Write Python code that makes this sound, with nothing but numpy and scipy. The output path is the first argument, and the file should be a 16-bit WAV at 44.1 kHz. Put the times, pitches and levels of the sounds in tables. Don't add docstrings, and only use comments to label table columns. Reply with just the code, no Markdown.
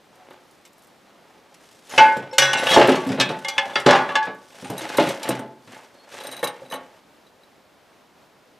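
import sys
import numpy as np
from scipy import signal
from scipy.fft import rfft, irfft
from scipy.io import wavfile
from scipy.ndimage import uniform_filter1d

SR = 44100
rng = np.random.default_rng(int(sys.argv[2]) if len(sys.argv) > 2 else 0)


def field_ratio(decibels):
    return 10 ** (np.asarray(decibels, dtype=float) / 20)


def to_wav(sig):
    pcm = np.clip(np.atleast_2d(sig), -1, 1) * 32767
    pcm = np.round(pcm).astype(np.int16)
    wavfile.write(sys.argv[1], SR, pcm.T)


N = 378819

# f/Hz, level/dB per Hz
AIR_SPECTRUM = [(30, -23.5), (200, -4), (700, -5), (2850, -16.5), (3930, -18), (9300, -28.5),
                (11800, -29.5), (15400, -33.5), (15800, -61)]
# f/Hz, side minus mid level/dB
AIR_WIDTH = [(60, -8.5), (180, -9.5), (550, -9), (1650, -11), (4970, -11), (15000, -19)]
# t/s, weight level/dB, sliding speed level/dB
DRAGS = [
    [(0.0, -61, -72), (.366, -50, -70), (.576, -83, -69), (.922, -89, -73), (1.118, -55, -74),
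     (1.58, -57.5, -69), (1.66, -62.5, -57), (1.8, -63.5, -60)],
    [(1.82, -68.5, -63.5), (1.94, -33.5, -42), (2.09, -30, -49), (2.41, -51.5, -76.5)],
    [(2.57, -24.5, -58.5), (2.66, -26, -34), (2.74, -20, -29.5), (2.86, -15, -42), (3.0, -30.5, -48.5),
     (3.5, -43, -56)],
    [(3.78, -36.5, -52.5), (4.07, -40, -54.5), (4.17, -30, -59.5), (4.32, -45.5, -69), (4.49, -71, -58)],
    [(4.52, -50.5, -54.5), (4.922, -30.5, -45), (5.1, -28.5, -38.5), (5.2, -39.5, -55.5),
     (5.308, -24.5, -43.5), (5.44, -48, -66), (5.6, -82, -78)],
    [(5.62, -91, -70), (5.738, -43, -52), (5.9, -53.5, -65.5)],
    [(6.03, -56, -69.5), (6.146, -39, -47.5), (6.378, -37, -55.5), (6.502, -50, -61.5), (7.0, -53.5, -69)],
]
# f/Hz, level/dB per Hz
SCRAPE_SPECTRUM = [(290, -27), (500, 1), (914, -9.5), (1710, -3), (3250, -13), (6000, -27), (7800, -57.5),
                   (13200, -120)]
# f/Hz, level/dB per Hz
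HISS_SPECTRUM = [(1760, -36.5), (3000, -4.5), (3390, 0), (8070, -4), (8820, -3), (10200, -6.5), (14700, -7),
                 (15500, -31.5)]
HIGH_HZ = [4980, 5250, 5720, 5920, 6150, 6890, 7530, 7970, 9330, 9670, 10500]
ROPE_SNAPS = [.155, .305, .51, .66, .675, .73, .78, .79, .82, .835, .845, .87]
# t/s, peak level/dB, brightness/dB per octave
TICKS = [(.331, -49, 8), (0.6508, -38.5, 3), (1.5415, -40.5, 3), (1.8933, -34, 8.5), (2.168, -29.5, 3.5),
         (2.873, -18, 11), (2.955, -18, -3), (2.8902, -15.5, -1), (2.917, -11, -5.5), (3.069, -27, 7.5),
         (3.089, -22.5, -4), (3.118, -18, -5), (4.5018, -44.5, -3.5), (4.6443, -29.5, -4),
         (4.7004, -21, 13), (4.78, -41.5, 0), (4.8156, -25.5, 1), (4.89, -26.5, 1), (4.9721, -19.5, 8.5),
         (4.997, -11, -5.5), (5.0736, -18.5, -6.5), (5.0883, -19, 4.5), (5.2295, -20, 3),
         (5.289, -9.5, 12.5), (5.309, -18, -10), (5.3914, -32, 10.5), (5.6742, -33.5, -7.5),
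         (2.024, -28, 2), (2.571, -30.5, -1), (2.588, -27.5, 9), (2.688, -22, -0.5), (2.7096, -20, -10),
         (3.19, -19, -11.5), (3.29, -17.5, -5.5), (3.388, -36, 7), (3.798, -26.5, 1), (3.735, -41, 4),
         (4.252, -36, 0), (4.346, -45, 10), (5.195, -36, 1), (6.1463, -54, 0), (6.1867, -42, -1.5),
         (6.619, -52, -11)]
# t/s, peak level/dB
CLINKS = [(4.779, -27.5), (4.97, -23), (6.6616, -51), (6.775, -65), (7.2658, -53.5), (7.4341, -54),
          (6.2015, -40), (6.2356, -34), (6.269, -30.5), (6.291, -46), (6.3129, -31.5), (6.324, -32),
          (6.3653, -34), (6.392, -37), (6.428, -29), (6.441, -20), (6.473, -27.5), (6.7, -39.5),
          (6.72, -32.5), (6.738, -29), (6.245, -42), (6.277, -56), (6.335, -45), (6.345, -50), (6.377, -42),
          (6.405, -50), (6.6511, -59), (6.71, -38), (6.756, -40)]
# f/Hz, level/dB, t60/s
PIN_MODES = [(3924, 8.5, 0.032), (6170, -8, 0.049), (8760, -8, 0.09), (9810, -12, 0.067),
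             (11360, -5, 0.027), (12230, -13, .03), (13400, -9.5, 0.028), (14090, -3, 0.031),
             (14900, -11.5, 0.039), (10500, -12.5, 0.036)]
# t/s, f/Hz, peak level/dB, t60/s
LIGHT_CONTACTS = [(1.895, 12400, -53.5, .3), (1.895, 6890, -45, 0.27), (1.923, 10500, -44, 0.46),
                  (1.897, 6170, -49, 0.6), (1.978, 5740, -19.5, 0.12), (1.98, 4662, -26.5, 0.29),
                  (2.024, 11400, -47, .2), (2.17, 7500, -41, 0.082), (1.9, 5350, -49, .8),
                  (2.312, 5400, -39.5, 0.16), (2.326, 8000, -49, 0.058), (2.384, 11800, -31, 0.25),
                  (2.384, 5200, -19, 0.3), (2.384, 8100, -32, 0.24), (2.384, 6040, -25, 0.74),
                  (2.384, 10500, -25, 0.21), (2.531, 9900, -35, 0.081), (2.531, 7530, -39, .2),
                  (2.571, 7590, -36, 0.28), (2.571, 8500, -37, 0.14), (2.571, 5640, -33, 0.22),
                  (2.588, 10560, -36, 0.16), (2.575, 3880, -24.5, .12), (2.652, 9300, -45, 0.13),
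                  (2.682, 12500, -46, .12), (2.688, 8400, -36, .15), (2.712, 9640, -39, .15),
                  (2.712, 13800, -47.5, 0.11), (2.71, 3880, -16, .12), (2.735, 5560, -21, 0.11),
                  (2.878, 8500, -40.5, 0.13), (2.955, 8500, -50, .2), (2.955, 10200, -51, .1),
                  (3.07, 10200, -47, .2), (3.199, 5350, -20, 0.068), (3.445, 8240, -44, 0.064),
                  (3.485, 5970, -40, 0.29), (3.485, 13200, -35, .08), (3.582, 5670, -40, 0.21),
                  (3.757, 4700, -22, 0.067), (3.865, 9850, -39.5, 0.13), (4.226, 8000, -57, .08),
                  (4.252, 7250, -55, 0.071), (4.252, 10900, -52, .08), (4.252, 11900, -54, .08),
                  (4.645, 6960, -52, 0.21), (4.645, 8820, -43.5, 0.27), (5.292, 10300, -38, 0.11),
                  (5.392, 12700, -48, 0.072), (5.392, 8930, -43, 0.073),
                  (1.936, 742, -26.5, 0.78), (1.98, 2325, -22.5, 0.46), (1.98, 1900, -22.5, 0.47),
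          (2.02, 548, -17.5, 0.21), (2.005, 874, -5.5, 0.41), (2.04, 1680, -20.5, 0.25),
          (2.08, 2132, -20, .15), (2.328, 522, -23.5, 0.27), (2.384, 3461, -22, 0.52),
          (2.384, 1850, -21, 1), (2.531, 2962, -26.5, 0.11), (2.66, 130, -32, 0.27),
          (2.63, 3880, -31.5, 0.23), (2.728, 3305, -17, 0.16), (2.687, 3305, -21, 0.31),
          (2.763, 870, -8, 0.18), (2.883, 355, -9, 0.28), (2.965, 1138, -24.5, 0.46),
          (3.065, 268, -16.5, 0.36), (3.18, 201, -19.5, 0.066), (3.21, 1747, -21, 0.25),
          (3.21, 4130, -24, 0.22), (3.301, 882, -23.5, 0.36), (3.33, 1510, -42, 0.93),
          (3.49, 3480, -36, 0.18), (3.63, 796, -25.5, 0.17), (2.39, 135, -30, 0.97),
          (3.735, 3450, -34, 0.058), (3.866, 1138, -11.5, 0.53), (3.933, 797, -10, 0.2),
          (4.11, 1152, -25.5, 0.5), (4.156, 1497, -29, 0.47), (6.722, 3020, -36.5, 0.2),
          (4.219, 1687, -22.5, 0.18), (4.655, 820, -30.5, 0.18), (2.328, 875, -24, 0.17),
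          (4.817, 314, -23, 0.15), (4.985, 315, -13, 0.33), (4.995, 700, -14.5, 0.23),
          (5.235, 877, -31, 0.21), (5.292, 328.7, -10.5, 0.08), (5.291, 508, -13.5, 0.077),
          (5.391, 228, -30, 0.32), (6.618, 530, -30, 0.079), (.2, 737, -47, 0.32), (1.3, 764, -54, 0.24)]
SHY_HZ = [265, 315, 358, 1855, 1898, 2326, 3880, 4091, 4662]
# t/s, peak level/dB, t60/s, brightness/dB per octave
THUDS = [(.307, -31.5, 0.052, 0), (1.978, -13, 0.24, -2), (2.167, -16.5, 0.17, -11.5), (2.381, -18, 0.4, 0),
         (2.7627, 3.5, 0.22, -4.5), (2.812, -2, 0.12, 2), (2.8825, 0.5, 0.14, -5.5),
         (3.068, -19.5, 0.16, -10.5), (3.102, -10, 0.17, -14), (3.183, -12.5, 0.18, -6),
         (3.297, -15, 0.13, -4), (3.861, 4.5, 0.15, -4), (3.949, -3, 0.11, -1), (4.27, -20, 0.16, -3),
         (4.626, -23.5, 0.12, -17.5), (4.699, -16.5, 0.15, -10), (4.983, -3, 0.14, -3.5),
         (5.069, -15.5, 0.053, -27), (5.29, -10, 0.079, -10.5), (5.389, -22.5, 0.23, -5),
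         (6.43, -14.5, 0.15, -0.5), (6.469, -23, 0.098, 6), (6.616, -38, 0.17, -17),
         (6.722, -21.5, 0.2, -1)]
# f/Hz, level/dB per Hz
BENCH_SPECTRUM = [(50, -43), (108, -13), (244, -7.5), (554, 0.5), (825, -1), (1100, -3), (3580, -7.5),
                  (11000, -48)]
# f/Hz, width/Hz, level/dB
BENCH_MODES = [(125, 30, -7), (220, 3.3, -4.5), (261.7, 6.1, 4), (363.5, 9.5, 2), (569, 150, -9.5),
               (855, 72, -2)]
# f/Hz, level/dB per Hz
CRACK_SPECTRUM = [(300, -22.5), (1200, 4.5), (4000, 7.5), (5500, 6), (16000, -12)]
FREE_HZ = [550, 795, 875, 1139, 1497, 1631, 1688, 2133, 2611, 2731, 2904, 2962, 3365, 5920]
# t60/s, level/dB struck at the rim, on the face, near the hub
FREE_MODES = [(0.21, -14, -2, -7.5), (0.2, -17.5, -16.5, -5.5), (0.6, -5.5, -22.5, -11),
              (0.44, -30.5, -14.5, -11.5), (0.77, -12.5, -10.5, -9.5), (.24, -11, -9.5, -21.5),
              (0.43, -18, -12, -14), (0.3, -11.5, -13, -6), (0.17, -8.5, -19.5, -19),
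              (0.28, -20.5, -29.5, -4.5), (0.14, -30.5, -2.5, -2), (0.14, -10, -12.5, -9.5),
              (0.55, -34.5, -14.5, -29.5), (0.18, -42, -13, -36)]
GRIPPED_HZ = [550, 795, 875, 1139, 1732, 2133, 2558, 2731, 2904, 2962, 3301, 3365, 3628, 3712]
# t60/s, level/dB struck at the rim, on the face, near the hub
GRIPPED_MODES = [(0.095, -0.5, 2, 6), (0.23, -7, -12.5, -3), (0.54, -11.5, -25.5, -4),
                 (0.37, -10.5, -9.5, -7.5), (0.21, -6, -10, -10), (0.19, -18.5, -19, 4),
                 (.24, -23, -1, -20), (0.042, 2, -31.5, -10.5), (0.16, -19.5, -15.5, -0.5),
                 (0.14, -3, -20, -16), (0.3, -10.5, -5.5, -30), (0.62, -21.5, -17, -9.5),
                 (0.3, -15.5, -8, -13.5), (0.28, -9.5, -5.5, -22)]
SEATED_HZ = [550, 795, 875, 1139, 1631, 1688, 1732, 2133, 2611, 2731, 2962, 3301, 3459, 4653]
# t60/s, level/dB struck on the face, at the rim
SEATED_MODES = [(0.21, -9, -13), (0.33, -14, -12.5), (0.61, -16.5, -9), (0.3, -31, -8), (.17, -19, -13),
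                (0.26, -12, -6.5), (0.17, -5.5, -6.5), (0.15, -6.5, -16.5), (0.027, 4, -23.5),
                (0.17, -15.5, -12.5), (0.14, -8.5, -15), (0.18, -10, -33), (0.059, 0, -7),
                (0.1, -24, -36.5)]
# t/s, crack peak level/dB, ring level/dB, brightness/dB per octave, crack t60/s
FREE_STRIKES = [
    [(1.9394, -37.5, -3, 1.5, 1), (1.9784, -4, 3.5, -6.5, 0.25), (2.33, -33, 2.5, 3.5, 0.2)],
    [(2.382, 2.5, -11, 2.5, 0.087), (2.4194, -11.5, 0, -2, 0.39)],
    [(2.5316, -9.5, -7.5, 0.2, 0.079), (2.5794, -20, -7.5, -3, 0.22)],
]
GRIPPED_STRIKES = [
    [(2.6294, -26.5, -10, -13, 0.21), (2.6673, -21.5, 3.5, -4, 0.11), (2.7044, -20.5, 2, 2, 0.17),
     (2.7394, -12.5, -4.5, -2, 0.5)],
    [(3.1991, -5, -14.5, -0.78, 0.07), (3.2086, -7.5, -17, -1.1, 0.11)],
    [(3.4465, -21, -6.5, 0.5, 0.054), (3.4835, -14, -20, 3.1, 0.079)],
]
SEATED_STRIKES = [
    [(3.5798, -8.5, -5, -4.5, 0.079), (3.7554, -10.5, -6, -7.5, 0.14)],
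    [(3.8631, -8, -6.5, -3, 0.14), (3.8874, -5, -11, -9.5, 0.4), (3.9074, -5.5, -15.5, -2, 0.072),
     (3.9294, -8.5, -5, -7.5, 0.23), (3.9544, -26, -47.5, 1.5, 0.25), (4.0901, -20, -2, -10, 0.14),
     (4.154, -10.5, 1, -3.5, 0.099), (4.2273, -30.5, -2, -3.5, 0.24)],
]
# t/s, f/Hz, level/dB
SQUEAK = [
    (5.935, 4270, -74),
    (5.958, 4316, -63),
    (5.968, 4350, -68),
    (5.982, 4330, -70),
    (6.0, 4240, -58),
    (6.026, 4410, -62),
    (6.042, 4360, -59),
    (6.062, 4150, -68),
    (6.1, 4150, -86),
]
# f/Hz, level/dB, t60/s
PULLEY_MODES = [(503, 4.5, 0.056), (700, -33, 0.46), (1117, -7, 0.43), (1174, -15, 0.26), (1812, -2, 0.046),
                (2170, -13.5, 0.32), (2660, -22, 0.4), (3350, -47, 5.0)]
# t/s, peak level/dB
PULLEY_KNOCKS = [
    (6.328, -28),
    (6.429, -9.5),
    (6.47, -27),
    (6.617, -51),
    (6.712, -24),
    (6.741, -19),
]
# f/Hz, t60/s
SHOP_T60 = [(100, 0.38), (500, 0.5), (2000, 0.4), (6000, 0.12), (14000, 0.033)]
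# f/Hz, side minus mid level/dB
ECHO_WIDTH = [(60, -24), (180, -56.5), (550, -25.5), (1200, -18), (4970, -10.5), (15000, -4.5)]
# f/Hz, level/dB
MICROPHONE = [(45, -31), (105, -5), (150, -5), (8000, 0.5), (12000, -3), (15300, -13), (15800, -53)]


def evened(x):
    return x / np.sqrt(np.mean(x ** 2) + 1e-20)


def read(points, hz):
    f, value = np.transpose(points)
    return np.interp(np.log(hz + 1), np.log(f + 1), value)


def add(mix, s, sound):
    part = mix[round(s * SR):][:len(sound)]
    part += sound[:len(part)]


def coloured(x, points, tilt_db=0.):
    hz = np.fft.rfftfreq(len(x), 1 / SR)
    gain_db = read(points, hz) + tilt_db * np.log2(hz / 1000 + 0.47)
    return irfft(rfft(x) * field_ratio(gain_db), len(x))


def resonate(x, hz, width_hz):
    return signal.lfilter(*signal.iirpeak(hz, hz / width_hz, SR), x)


def ring(hz, db, t60, size, turns=None):
    pole = 2j * np.pi * hz - np.log(1000) / t60
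    turns = rng.random(len(hz)) if turns is None else turns
    coarse = np.exp(np.outer(np.arange(0, size, 128) / SR, pole))
    fine = np.exp(np.outer(pole, np.arange(128) / SR))
    sound = ((coarse * field_ratio(db) * np.exp(2j * np.pi * turns)) @ fine).real.ravel()
    rise_s = 0.0012
    return sound * (1 - np.exp(-np.arange(len(sound)) / (rise_s * SR)))


def burst(points, tilt_db, t60, rise_s):
    t = np.arange(16384) / SR
    start = 1 - np.exp(-t / rise_s)
    noise = rng.standard_normal(len(t))
    crack = evened(coloured(noise, points, tilt_db)) * field_ratio(-60 * t / max(0.17 * t60, .01))
    place, strength, life = rng.random((3, 300))
    hz = 105 * 143 ** (place ** .6)
    db = read(points, hz) + tilt_db * np.log2(hz / 1000 + 0.12) + 11 * strength
    mode_t60 = t60 * (1.15 + 1.29 * life) * (hz / 1000 + 1.2) ** -.35
    minor = ring(hz, db, mode_t60, size=len(t))
    minor *= field_ratio(4) / np.sqrt(np.sum(field_ratio(2 * db)) / 2)
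    return start * (crack + minor) / 3


def air():
    mid, side, slow = rng.standard_normal((3, N))
    slow = uniform_filter1d(uniform_filter1d(slow, size=4000), size=4000)
    swell = field_ratio(.6 * evened(slow))
    mid = coloured(mid, AIR_SPECTRUM)
    side = coloured(coloured(side, AIR_SPECTRUM), AIR_WIDTH)
    return field_ratio(-55.5) * swell * np.array([mid, side]) / mid.std()


def bench(x):
    boom = sum(field_ratio(db) * resonate(x, hz, width_hz) for hz, width_hz, db in BENCH_MODES)
    return x + field_ratio(2.0) * boom


def grit(per_s, spread_db):
    strength = field_ratio(spread_db * np.minimum(rng.exponential(1, N), 3))
    grains = strength * (rng.random(N) < per_s / SR)
    jumps = signal.lfilter([1], [1, -np.exp(-1 / (.004 * SR))], grains)
    return rng.standard_normal(N) * (.55 + evened(jumps))


def drags():
    t = np.arange(N) / SR
    s, weight_db, speed_db = np.transpose(np.concatenate(DRAGS))
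    rumble_db = np.interp(t, s, weight_db, right=-120)
    hiss_db = np.interp(t, s, speed_db, right=-120)
    scrape_db = 13 + 0.53 * rumble_db + 0.74 * hiss_db

    rumble = bench(coloured(grit(110, 2.6), BENCH_SPECTRUM, -4.5))
    rough, fine = grit(240, 3), grit(160, 4.5)
    scrape = field_ratio(scrape_db) * evened(coloured(rough, SCRAPE_SPECTRUM))
    modes = zip(FREE_HZ + GRIPPED_HZ[4:], FREE_MODES + GRIPPED_MODES[4:])
    plate_ring = sum(resonate(scrape, hz, 3.1 / t60 + 12) for hz, (t60, *_) in modes)

    hiss = evened(coloured(1.2 * rough + fine, HISS_SPECTRUM))
    high_ring = sum(resonate(hiss, hz, 13) for hz in HIGH_HZ)
    hiss = evened(hiss + field_ratio(5) * high_ring)
    return field_ratio(rumble_db) * evened(rumble) + scrape + field_ratio(-4) * plate_ring + field_ratio(hiss_db) * hiss


def ticks():
    out = np.zeros(N)
    hz, db, t60 = np.transpose(PIN_MODES)
    spectrum = [(800, -5.0), (2500, 7.0), (16000, -4.5)]  # f/Hz, level/dB per Hz
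    contacts = TICKS + [(s, -44, 13) for s in ROPE_SNAPS]
    knocks = [(s, peak_db, -25.5, tilt_db, 0.11 * 2 ** (-0.12 * tilt_db)) for s, peak_db, tilt_db in contacts]
    clinks = [(s, peak_db, -3.5, 5.5 + 0.21 * (peak_db + 22), 0.054) for s, peak_db in CLINKS]
    for s, peak_db, pin_db, tilt_db, crack_t60 in knocks + clinks:
        add(out, s, field_ratio(peak_db) * burst(spectrum, tilt_db, crack_t60, rise_s=.0005))
        delays = np.r_[0, np.cumsum(rng.uniform(.004, .012, 2))]
        for bounce, late in enumerate(delays):
            where_db = 3 * rng.standard_normal(len(hz))
            mode_db = db + 1.1 * tilt_db * np.log2(hz / 6000) + where_db
            tone = ring(hz, mode_db, t60, size=6144)
            add(out, s + late, field_ratio(peak_db + pin_db - 7.0 * bounce) * tone)
    return out


def glances():
    out = np.zeros(N)
    known = np.array(FREE_HZ + GRIPPED_HZ + SEATED_HZ + SHY_HZ)
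    for s, hz, peak_db, t60 in LIGHT_CONTACTS:
        nearest = known[abs(known - hz).argmin()]
        hz = nearest if abs(nearest / hz - 1) < .02 else hz
        pair = hz * np.array([1, 1 + .005 * rng.uniform(-2, 1.7)])
        in_step = rng.random(2) * [0, 1] + pair * round(s * SR) / SR
        tone = ring(pair, np.array([0, -7]), t60, size=16384, turns=in_step)
        add(out, s, field_ratio(peak_db) * tone)
    return out


def thuds():
    out = np.zeros(N)
    for s, peak_db, t60, tilt_db in THUDS:
        add(out, s, field_ratio(peak_db) * burst(BENCH_SPECTRUM, tilt_db, t60, rise_s=0.0011))
    return bench(out)


def plates():
    out = np.zeros(N)
    t = np.arange(32768) / SR
    grab_s = 2.53
    blows = np.array([row[0] for row in THUDS] + [grab_s])
    states = [(FREE_HZ, FREE_MODES, FREE_STRIKES), (GRIPPED_HZ, GRIPPED_MODES, GRIPPED_STRIKES),
              (SEATED_HZ, SEATED_MODES, SEATED_STRIKES)]
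    for hz, modes, strikes in states:
        t60, *spots = np.transpose(modes)
        apart = rng.standard_normal(len(hz))
        hz = np.r_[hz, hz * (1 + .005 * (apart + np.sign(apart)))]
        is_twin = np.arange(len(hz)) >= len(modes)
        start = rng.random(len(hz)) * is_twin
        for spot_db, rows in zip(spots, strikes):
            mode_db = np.r_[spot_db, spot_db - 7]
            for s, peak_db, ring_db, tilt_db, crack_t60 in rows:
                add(out, s, field_ratio(peak_db) * burst(CRACK_SPECTRUM, tilt_db, crack_t60, rise_s=0.00023))
                in_step = start + hz * round(s * SR) / SR
                tone = ring(hz, mode_db, np.tile(t60, 2), size=len(t), turns=in_step)
                held_s = t - (blows[blows > s + .05].min() - s)
                choke_db = 109 * np.maximum(held_s, 0) + 5.5 * np.clip(held_s * 50, 0, 1)
                add(out, s, field_ratio(peak_db + ring_db - choke_db) * tone)
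    return out


def squeak():
    out = np.zeros(N)
    s, hz, db = np.transpose(SQUEAK)
    t = np.arange(s[0], s[-1], 1 / SR)
    waver = 1 + 0.04 * uniform_filter1d(rng.standard_normal(len(t)), size=200)
    tone = np.sin(2 * np.pi * np.cumsum(np.interp(t, s, hz) * waver) / SR)
    level = np.sqrt(2) * field_ratio(np.interp(t, s, db))
    add(out, s[0], level * tone * signal.windows.tukey(len(t), .3))
    return out


def pulley():
    out = np.zeros(N)
    hz, db, t60 = np.transpose(PULLEY_MODES)
    for s, peak_db in PULLEY_KNOCKS:
        mode_db = db + 0.97 * rng.standard_normal(len(hz))
        tone = ring(hz, mode_db, np.minimum(t60, .2), size=8192)
        add(out, s, field_ratio(peak_db - 6.5) * tone)
    return out


def shop(x):
    taps = np.zeros((2, SR // 2))
    slots = np.arange(200, SR // 2 - 20, 20)
    at = slots + rng.integers(0, 20, (2, len(slots)))
    np.put_along_axis(taps, at, rng.choice([-1., 1.], at.shape), 1)
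    hz, t, z = signal.stft(taps, SR, nperseg=256)
    decay = field_ratio(-60 * t / read(SHOP_T60, hz)[:, None])
    tail = signal.istft(z * decay, SR, nperseg=256)[1]
    return signal.fftconvolve(x[None], tail / np.linalg.norm(tail[0]), axes=1)[:, :N]


def scene():
    near = drags() + ticks() + glances() + thuds() + plates() + squeak() + pulley()
    direct = coloured(near, MICROPHONE)
    wet = shop(direct)
    mid = direct - field_ratio(-15) * wet[0]
    side = field_ratio(-14.0) * coloured(wet[1] - .6 * np.roll(direct, 9), ECHO_WIDTH)
    mid, side = np.array([mid, side]) + air()
    return np.array([mid + side, mid - side])


def top_cut(x):
    return signal.sosfilt(signal.butter(12, 15650, fs=SR, output="sos"), x)


def record(dry):
    power_db = 10 * np.log10(abs(uniform_filter1d((dry ** 2).mean(0), size=200)) + 1e-12)
    fall = np.arange(N) * 15.0 / SR
    held_peak_db = np.maximum.accumulate(power_db + fall) - fall
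    over_db = np.maximum(held_peak_db + 13.0, 0)
    ducked = dry / field_ratio(0.18 * uniform_filter1d(over_db, size=100, origin=49))
    knee = 0.32
    over = np.maximum(abs(ducked) - knee, 0)
    bent = (1 - knee) * np.tanh(over / (1 - knee))
    held = np.sign(ducked) * (np.minimum(abs(ducked), knee) + bent)
    return top_cut(held)


dry = scene()
out = record(dry)
to_wav(out)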